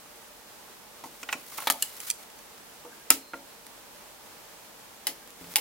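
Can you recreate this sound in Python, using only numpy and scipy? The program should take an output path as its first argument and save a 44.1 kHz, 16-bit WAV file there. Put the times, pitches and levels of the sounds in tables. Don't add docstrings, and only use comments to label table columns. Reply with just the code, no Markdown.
import sys
import numpy as np
from scipy import signal
from scipy.fft import rfft, irfft, next_fast_len
from scipy.io import wavfile
from scipy.ndimage import uniform_filter1d

SR = 44100
rng = np.random.default_rng(int(sys.argv[2]) if len(sys.argv) > 2 else 0)


def undo_db(level):
    steps = np.asarray(level, float) / 20
    return 10 ** steps


def output_pcm(signal):
    pcm = np.clip(np.atleast_2d(signal).T, -1, 1) * 32767
    wavfile.write(sys.argv[1], SR, np.round(pcm).astype(np.int16))


N = 247091
EDGE_HZ, AIR_HZ = 3800, 17500

# [f/Hz, width/Hz, level/dB]
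CASE_MODES = [(172, 68, -16), (276, 26, -1), (291, 87, 2), (488, 46, -0.5), (494, 21, -7)]
# [f/Hz, width/Hz, level/dB]
PANEL_MODES = [(306, 33, 3), (486, 31, 9), (546, 25, -13)]
# [f/Hz, width/Hz, level/dB]
DRAG_MODES = [(890, 61, 3), (1096, 140, 7), (1356, 81, 7), (2100, 270, 0.5), (3180, 120, -16),
              (10200, 1400, -3)]
# [t/s, crack/dB, body/dB, thud/dB, chatter t60/s]
SETTLE_HITS = [
    (3.3340, -50, -28, -38, .016),
    (3.3395, -62, -29, -39, .022),
]


def band(x, lo_hz, hi_hz):
    return signal.sosfilt(signal.butter(3, [lo_hz, hi_hz], "band", fs=SR, output="sos"), x)


def ring(x, modes, detune):
    out = 0
    for (hz, width_hz, db), ratio in zip(modes, detune):
        radius = np.exp(-np.pi * max(width_hz, hz / 25) / SR)
        angle = 2 * np.pi * hz * ratio / SR
        poles = [1, -2 * radius * np.cos(angle), radius ** 2]
        out = out + undo_db(db) * (1 - radius) * signal.lfilter([1, 0, -1], poles, x)
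    return out


def to_peak(x, db):
    return x * undo_db(db) / np.sqrt(uniform_filter1d(np.mean(x ** 2, axis=0), 88).max())


def lagged(x, lag_samples):
    delay = np.array([[2.], [2 + lag_samples]])
    turn = np.exp(-2j * np.pi * np.fft.rfftfreq(x.shape[1]) * delay)
    return irfft(rfft(x) * turn, x.shape[1])


def fall(t, t60_s):
    return np.exp(-np.log(1000) * t / max(t60_s, .003))


def log_curve(rows, hz):
    at_hz, value = np.transpose(rows)
    return np.interp(np.log(hz), np.log(at_hz), value)


def taps(rows, thud_db, t60_s):
    return [(s, crack_db, body_db, body_db + thud_db, t60_s) for s, crack_db, body_db in rows]


def knocks(events, modes, case, pan_db, lag, plain_db, apart, tick, buzz_db):
    out, t = np.zeros((2, N + SR)), np.arange(8400) / SR
    strike = np.sin(np.pi * np.minimum(t / .00012, 1))
    for s, crack_db, body_db, thud_db, t60_s in events:
        burst_db = 1.5 * np.repeat(rng.exponential(size=len(t) // 24), 24)
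        grit = rng.standard_normal((5, len(t))) * undo_db(burst_db)
        force = (fall(t, t60_s) + tick * fall(t, 0.0017)) * np.minimum(t / 0.00068, 1)
        shared, own = grit[0] * force + 3 * tick * strike, grit[1:3] * force
        detune = 1 + 0.0036 * rng.standard_normal(len(modes))
        crack_force, body_force = shared + apart * own, shared + 0.37 * own
        crack = to_peak(ring(crack_force, modes, detune), 0) + to_peak(crack_force, plain_db)
        body = to_peak(ring(body_force, modes, detune), 0) + to_peak(body_force, plain_db)
        push = 40 * tick * strike + (grit[0] + 0.033 * grit[1:3]) * fall(t, 1.37 * t60_s)
        thud = ring(push, case, 1 + 0.012 * rng.standard_normal(len(case)))
        buzz = band(grit[3:] + .5 * grit[0], 1400, AIR_HZ) * fall(t, 0.16) * np.minimum(t / 0.014, 1)
        hit = to_peak(band(crack, EDGE_HZ, AIR_HZ), crack_db - 2.5)
        hit = hit + to_peak(band(body, 467, EDGE_HZ), body_db - 1)
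        hit = hit + to_peak(band(thud, 28, 1620), thud_db + 2.0)
        hit = hit + to_peak(buzz, crack_db + buzz_db)
        start = int((s + .001) * SR)
        out[:, start:start + len(t)] += lagged(hit, lag) * undo_db(np.array([[pan_db], [-pan_db]]) / 2)
    return out[:, :N]


def pull_out():
    # [t/s, crack/dB, body/dB, thud/dB, chatter t60/s]
    grip_hits = [
        (1.2285, -34.5, -34.5, -48, 0.03),
        (1.2878, -45, -27, -51, .045),
        (1.3255, -26, -21, -52, 0.053),
        (1.3511, -49, -60, -44, 0.022),
    ]
    # [t/s, crack/dB, body/dB, thud/dB, chatter t60/s]
    pull_hits = [
        (1.6702, -22.5, -17.5, -38.5, 0.061),
        (1.6990, -11, -15, -35.5, 0.02),
        (1.7040, -16, -25.5, -47, 0.045),
        (1.7205, -23, -41, -45, .018),
    ]
    # [t/s, crack/dB, body/dB]
    drag_taps = [
        (1.521, -54, -41.5),
        (1.577, -40, -52),
        (1.5832, -45, -28),
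        (1.5885, -47, -36),
        (1.602, -32, -35.5),
        (1.6205, -45, -36),
        (1.629, -52, -41),
        (1.637, -50, -38.5),
    ]
    # [f/Hz, width/Hz, level/dB]
    grip_modes = [(1060, 400, -5), (1410, 100, 7), (1970, 100, 2), (2330, 220, 6), (2550, 100, 4),
                  (5660, 1100, -5), (7150, 1000, -5), (12500, 900, -16)]
    # [f/Hz, width/Hz, level/dB]
    pull_modes = [(943, 120, 5.5), (1270, 65, 10), (1800, 190, 4), (2250, 59, 1), (3360, 130, 0),
                  (4040, 980, -2), (7300, 390, -6), (10300, 2700, -4), (12600, 620, 2.5)]
    out = knocks(grip_hits, grip_modes, CASE_MODES, -1.6,
                 lag=1.0, plain_db=-3, apart=0.6, tick=0.12, buzz_db=-35)
    out += knocks(taps(drag_taps, thud_db=-20, t60_s=.021), DRAG_MODES, CASE_MODES, -1.1,
                  lag=.2, plain_db=-5, apart=.6, tick=.45, buzz_db=-18)
    out += knocks(pull_hits, pull_modes, CASE_MODES, -.1,
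                  lag=.1, plain_db=4.0, apart=0.95, tick=0.6, buzz_db=-30)
    return out


def turn_over():
    # [t/s, crack/dB, body/dB]
    turn_taps = [
        (1.8224, -13.5, -31.5),
        (1.8262, -25, -32),
        (1.8292, -27, -39),
    ]
    # [t/s, crack/dB, body/dB]
    flip_taps = [
        (2.0012, -28.5, -46),
        (2.1001, -15, -41),
        (2.1088, -21.5, -42),
    ]
    # [t/s, crack/dB]
    loose_ticks = [(2.2996, -44), (2.3886, -44), (2.578, -45), (3.6651, -37.5), (5.2738, -41.5),
                   (5.3034, -41.5), (5.338, -56), (5.5366, -35.5)]
    # [f/Hz, width/Hz, level/dB]
    turn_modes = [(1770, 130, 0), (2860, 110, 11), (3480, 130, -5), (4200, 220, 1), (5040, 310, -3.5),
                  (7550, 1100, 0.5), (9100, 770, -2), (11000, 930, -1)]
    # [f/Hz, width/Hz, level/dB]
    flip_modes = [(1980, 150, 16.5), (2370, 140, 16.5), (3080, 88, 1), (4660, 400, 2), (5940, 340, 1),
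                  (7600, 1100, 3.5), (10500, 1200, 0.5), (12400, 700, -21)]
    tick_taps = [(s, db, db - 6.5) for s, db in loose_ticks]
    out = knocks(taps(turn_taps, thud_db=-42, t60_s=.014), turn_modes, CASE_MODES, -.6,
                 lag=-.1, plain_db=-22.0, apart=0.47, tick=0.45, buzz_db=-24.0)
    out += knocks(taps(flip_taps, thud_db=-28, t60_s=0.016), flip_modes, CASE_MODES, -4.5,
                  lag=-1.27, plain_db=-12.0, apart=0.52, tick=0.26, buzz_db=-38)
    out += knocks(taps(tick_taps, thud_db=-10, t60_s=.016), flip_modes, CASE_MODES, -.6,
                  lag=-0.69, plain_db=26.0, apart=1.0, tick=0.6, buzz_db=-32)
    return out


def shut_door():
    # [t/s, crack/dB, body/dB, thud/dB, chatter t60/s]
    shut_hits = [
        (3.1020, -4, -16.5, -53, 0.012),
        (3.1030, -2.5, -32, -41, 0.014),
        (3.1075, -17, -18, -27, 0.045),
    ]
    # [f/Hz, width/Hz, level/dB]
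    shut_modes = [(929, 31, 5.5), (1340, 45, 13), (1980, 69, 0), (2540, 350, 1.5), (3220, 61, -14),
                  (5370, 630, -5), (7350, 720, -0.5), (9900, 1100, -1.5), (13300, 2900, -2.5)]
    # [f/Hz, width/Hz, level/dB]
    settle_modes = [(930, 70, -13), (1100, 80, -20), (1365, 55, 0), (1930, 90, -20)]
    # [f/Hz, width/Hz, level/dB]
    door_modes = [(60.4, 80, -16), (272, 12, 3), (305.5, 20, 3), (463, 40, -2), (535, 30, -5),
                  (630, 40, -20)]
    out = knocks(shut_hits, shut_modes, door_modes, 0.59,
                 lag=1.38, plain_db=-3.5, apart=1.0, tick=0.56, buzz_db=-21)
    out += knocks(SETTLE_HITS, settle_modes, door_modes, -1.5,
                  lag=.9, plain_db=-40, apart=.5, tick=1.5, buzz_db=-18)
    return out


def press_keys():
    # [t/s, crack/dB, body/dB, thud/dB, chatter t60/s]
    first_hits = [
        (5.0682, -15, -26, -50, .014),
        (5.0702, -21.5, -33, -48, .08),
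        (5.088, -36, -42, -43, .13),
    ]
    # [t/s, crack/dB, body/dB, thud/dB, chatter t60/s]
    last_hits = [
        (5.5571, -6, -17, -65, 0.0054),
        (5.5598, -16, -21.5, -47, 0.05),
        (5.5635, -14.5, -22, -51, 0.06),
        (5.581, -24.5, -30, -41.5, 0.087),
    ]
    # [t/s, thud/dB]
    lean_steps = [
        (5.4101, -43.5),
        (5.4399, -49),
        (5.4691, -50),
    ]
    # [f/Hz, width/Hz, level/dB]
    first_modes = [(838, 31, 5), (2030, 220, 3), (3070, 380, 2.5), (4600, 500, -1.5), (6900, 700, -24),
                   (11000, 640, 6), (13900, 820, -9)]
    # [f/Hz, width/Hz, level/dB]
    last_modes = [(870, 43, 10.5), (1000, 73, 6), (2210, 200, 9.5), (2730, 390, 7.5), (3320, 390, -11),
                  (4600, 570, -15), (8200, 700, -8), (10600, 760, 2), (13000, 1100, -12)]
    # [f/Hz, width/Hz, level/dB]
    shelf_modes = [(60, 50, -6), (175.6, 40, 5), (261, 60, 0), (440, 90, -3), (580, 60, -7)]
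    lean_hits = [(s, -48, -49.5, thud_db, 0.047) for s, thud_db in lean_steps]
    out = knocks(first_hits, first_modes, CASE_MODES, 1.5,
                 lag=2.04, plain_db=1.5, apart=0.64, tick=0.99, buzz_db=-22.0)
    out += knocks(last_hits, last_modes, PANEL_MODES, 0.86,
                  lag=2.7, plain_db=-1.0, apart=1.0, tick=0.78, buzz_db=-37)
    out += knocks(lean_hits, last_modes, shelf_modes, -.3,
                  lag=.2, plain_db=11.0, apart=0.67, tick=0.038, buzz_db=-10)
    return out


def touch_deck():
    # [t/s, crack/dB, body/dB, thud/dB, chatter t60/s]
    touch_hits = [
        (1.0367, -42.5, -35.5, -49, 0.055),
        (1.0556, -44, -45.5, -44, 0.048),
    ]
    # [t/s, crack/dB, body/dB, thud/dB, chatter t60/s]
    nudge_hits = [
        (2.8475, -54, -43, -46, .04),
        (2.862, -56, -48, -48, .035),
    ]
    # [f/Hz, width/Hz, level/dB]
    touch_modes = [(900, 48, 9), (880, 31, 14), (1070, 49, 10), (1110, 37, -19), (1960, 150, -8),
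                   (5700, 500, -17)]
    out = knocks(touch_hits, touch_modes, CASE_MODES, -.2,
                 lag=0.82, plain_db=-9, apart=0.76, tick=0.31, buzz_db=-9)
    out += knocks(nudge_hits, touch_modes, PANEL_MODES, -1.3,
                  lag=1.0, plain_db=-20, apart=.6, tick=0.18, buzz_db=-14)
    return out


def slide(t):
    # [from/s, to/s, final level/dB, rise/dB]
    strokes = [(1.07, 1.231, -46, 14), (1.3, 1.33, -39, 11), (1.368, 1.584, -38.5, 13.5),
               (1.572, 1.69, -40.5, -6.5), (1.745, 1.832, -36.5, 26), (1.84, 1.988, -40, 6),
               (1.98, 2.105, -31.5, 15), (2.12, 2.24, -45.5, 14), (5.397, 5.538, -42, 14)]
    treble, middle = np.zeros(N), np.zeros(N)
    for start, end, db, rise_db in strokes:
        to_go = np.clip((end - t) / (end - start), 0, 1)
        edge = np.clip(np.minimum(t - start, end - t) / 0.005, 0, 1) * undo_db(db - 4.5)
        treble += edge * undo_db(-rise_db * to_go)
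        middle += edge * undo_db(-7.5 - rise_db * to_go)
    patches = uniform_filter1d(np.repeat(rng.standard_normal(N // 300 + 1), 300)[:N], 200)
    grit = rng.standard_normal((3, N)) * undo_db(1.5 * rng.exponential(size=N) + 2.6 * patches)
    grit = grit[0] + 1.26 * grit[1:]
    shell = ring(grit, DRAG_MODES, np.ones(len(DRAG_MODES)))
    high = band(grit, EDGE_HZ, AIR_HZ) + 0.2 * band(grit, 8300, AIR_HZ)
    mid = band(shell / shell.std() + 2.9 * grit / grit.std(), 1260, EDGE_HZ)
    return treble * high / high.std() + middle * mid / mid.std()


def spring(t):
    # [f/Hz, level/dB, t60/s]
    partials = [(4156, -51, 1.8), (4161, -61, 1.5), (4947, -64, .9)]
    after = np.maximum(t - 3.104, 0)
    out = sum(undo_db(db) * np.sin(2 * np.pi * hz * after) * fall(after, t60_s) for hz, db, t60_s in partials)
    stop = np.clip((SETTLE_HITS[0][0] + .02 - t) / .12 + .8, 0, 1)
    return out * stop * np.minimum(.4 + after / .2, 1)


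def squeaks(t):
    # [t/s, f/Hz, level/dB, length/s]
    rubs = [
        (2.928, 1596, -53, 0.016),
        (3.023, 1624, -59, .02),
        (5.235, 1615, -58.5, 0.027),
    ]
    judder = 1 + 8 * uniform_filter1d(rng.standard_normal(N), 200)
    out = np.zeros(N)
    for s, hz, db, length_s in rubs:
        out += undo_db(db) * judder * np.sin(2 * np.pi * hz * t) * np.exp(-((t - s) / length_s) ** 2)
    return out


def room(dry):
    t = np.arange(22000) / SR
    noise = rng.standard_normal((3, len(t)))
    low = band(noise[0] + 0.09 * noise[1:], 68, 730) * fall(t, 0.29) * undo_db(10.0)
    high = band(noise[1:] + 0.24 * noise[0], 1700, AIR_HZ) * fall(t, 0.26)
    tail = (low + high) * np.clip(t / 0.0025 - .3, 0, 1)
    tail = tail / np.sqrt(np.sum(tail[0] ** 2))
    return undo_db(-12) * signal.fftconvolve(tail, dry.mean(axis=0)[None])[:, :N]


def murmur():
    # [f/Hz, density/dB per Hz]
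    colour = [(14, -48), (38, -6), (75, -13.5), (204, -6.5), (520, -5.5), (1000, -5.5), (1960, -9.5),
              (16000, -15.5)]
    # [f/Hz, share/0-1]
    likeness = [(30, 0.56), (200, 0.41), (800, 0.44), (2000, 0.17), (4000, 0), (16000, 0.14)]
    # [f/Hz, width/Hz, lift/dB]
    air_modes = [(220, 17, 3.5), (462, 28, 4.5), (597, 23, 6), (860, 106, 3)]
    size = next_fast_len(N)
    hz = np.fft.rfftfreq(size, 1 / SR) + 1
    colour_db = log_curve(colour, hz)
    for at_hz, width_hz, lift_db in air_modes:
        colour_db = colour_db + lift_db * np.exp(-((hz - at_hz) / width_hz) ** 2)
    alike = np.clip(log_curve(likeness, hz), 0, 1)
    mid, side = rfft(rng.standard_normal((2, size))) * undo_db(colour_db)
    mid = irfft(mid * np.sqrt(1 + alike), size)[:N]
    side = irfft(side * np.sqrt(1 - alike), size)[:N]
    flicker_db = 0.69 * uniform_filter1d(np.repeat(rng.standard_normal(N // 3000 + 1), 3000)[:N], 3000)
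    gain = undo_db(-50 + flicker_db) / mid.std()
    return gain * np.array([undo_db(-1.43) * (mid + side), undo_db(-0.26) * (mid - side)])


def scene():
    t = np.arange(N) / SR
    dry = pull_out() + turn_over() + shut_door() + press_keys() + touch_deck()
    dry += slide(t) + spring(t) + squeaks(t)
    return dry + room(dry) + murmur()


def top_cut(x):
    return signal.sosfilt(signal.butter(12, 16440, fs=SR, output="sos"), x)


def record(dry):
    over = (np.abs(dry).max(axis=0) > .95).astype(float)
    held = signal.fftconvolve(over, np.ones(int(.228 * SR)))[:N] > .5
    dip_db = 2.5 * signal.lfilter(np.ones(400) / 400, [1], held)
    clipped = np.clip(dry * undo_db(-dip_db), -1, 1)
    mix = signal.sosfilt(signal.ellip(8, .2, 60, 15900, fs=SR, output="sos"), clipped)
    return top_cut(mix)


dry = scene()
out = record(dry)
output_pcm(out)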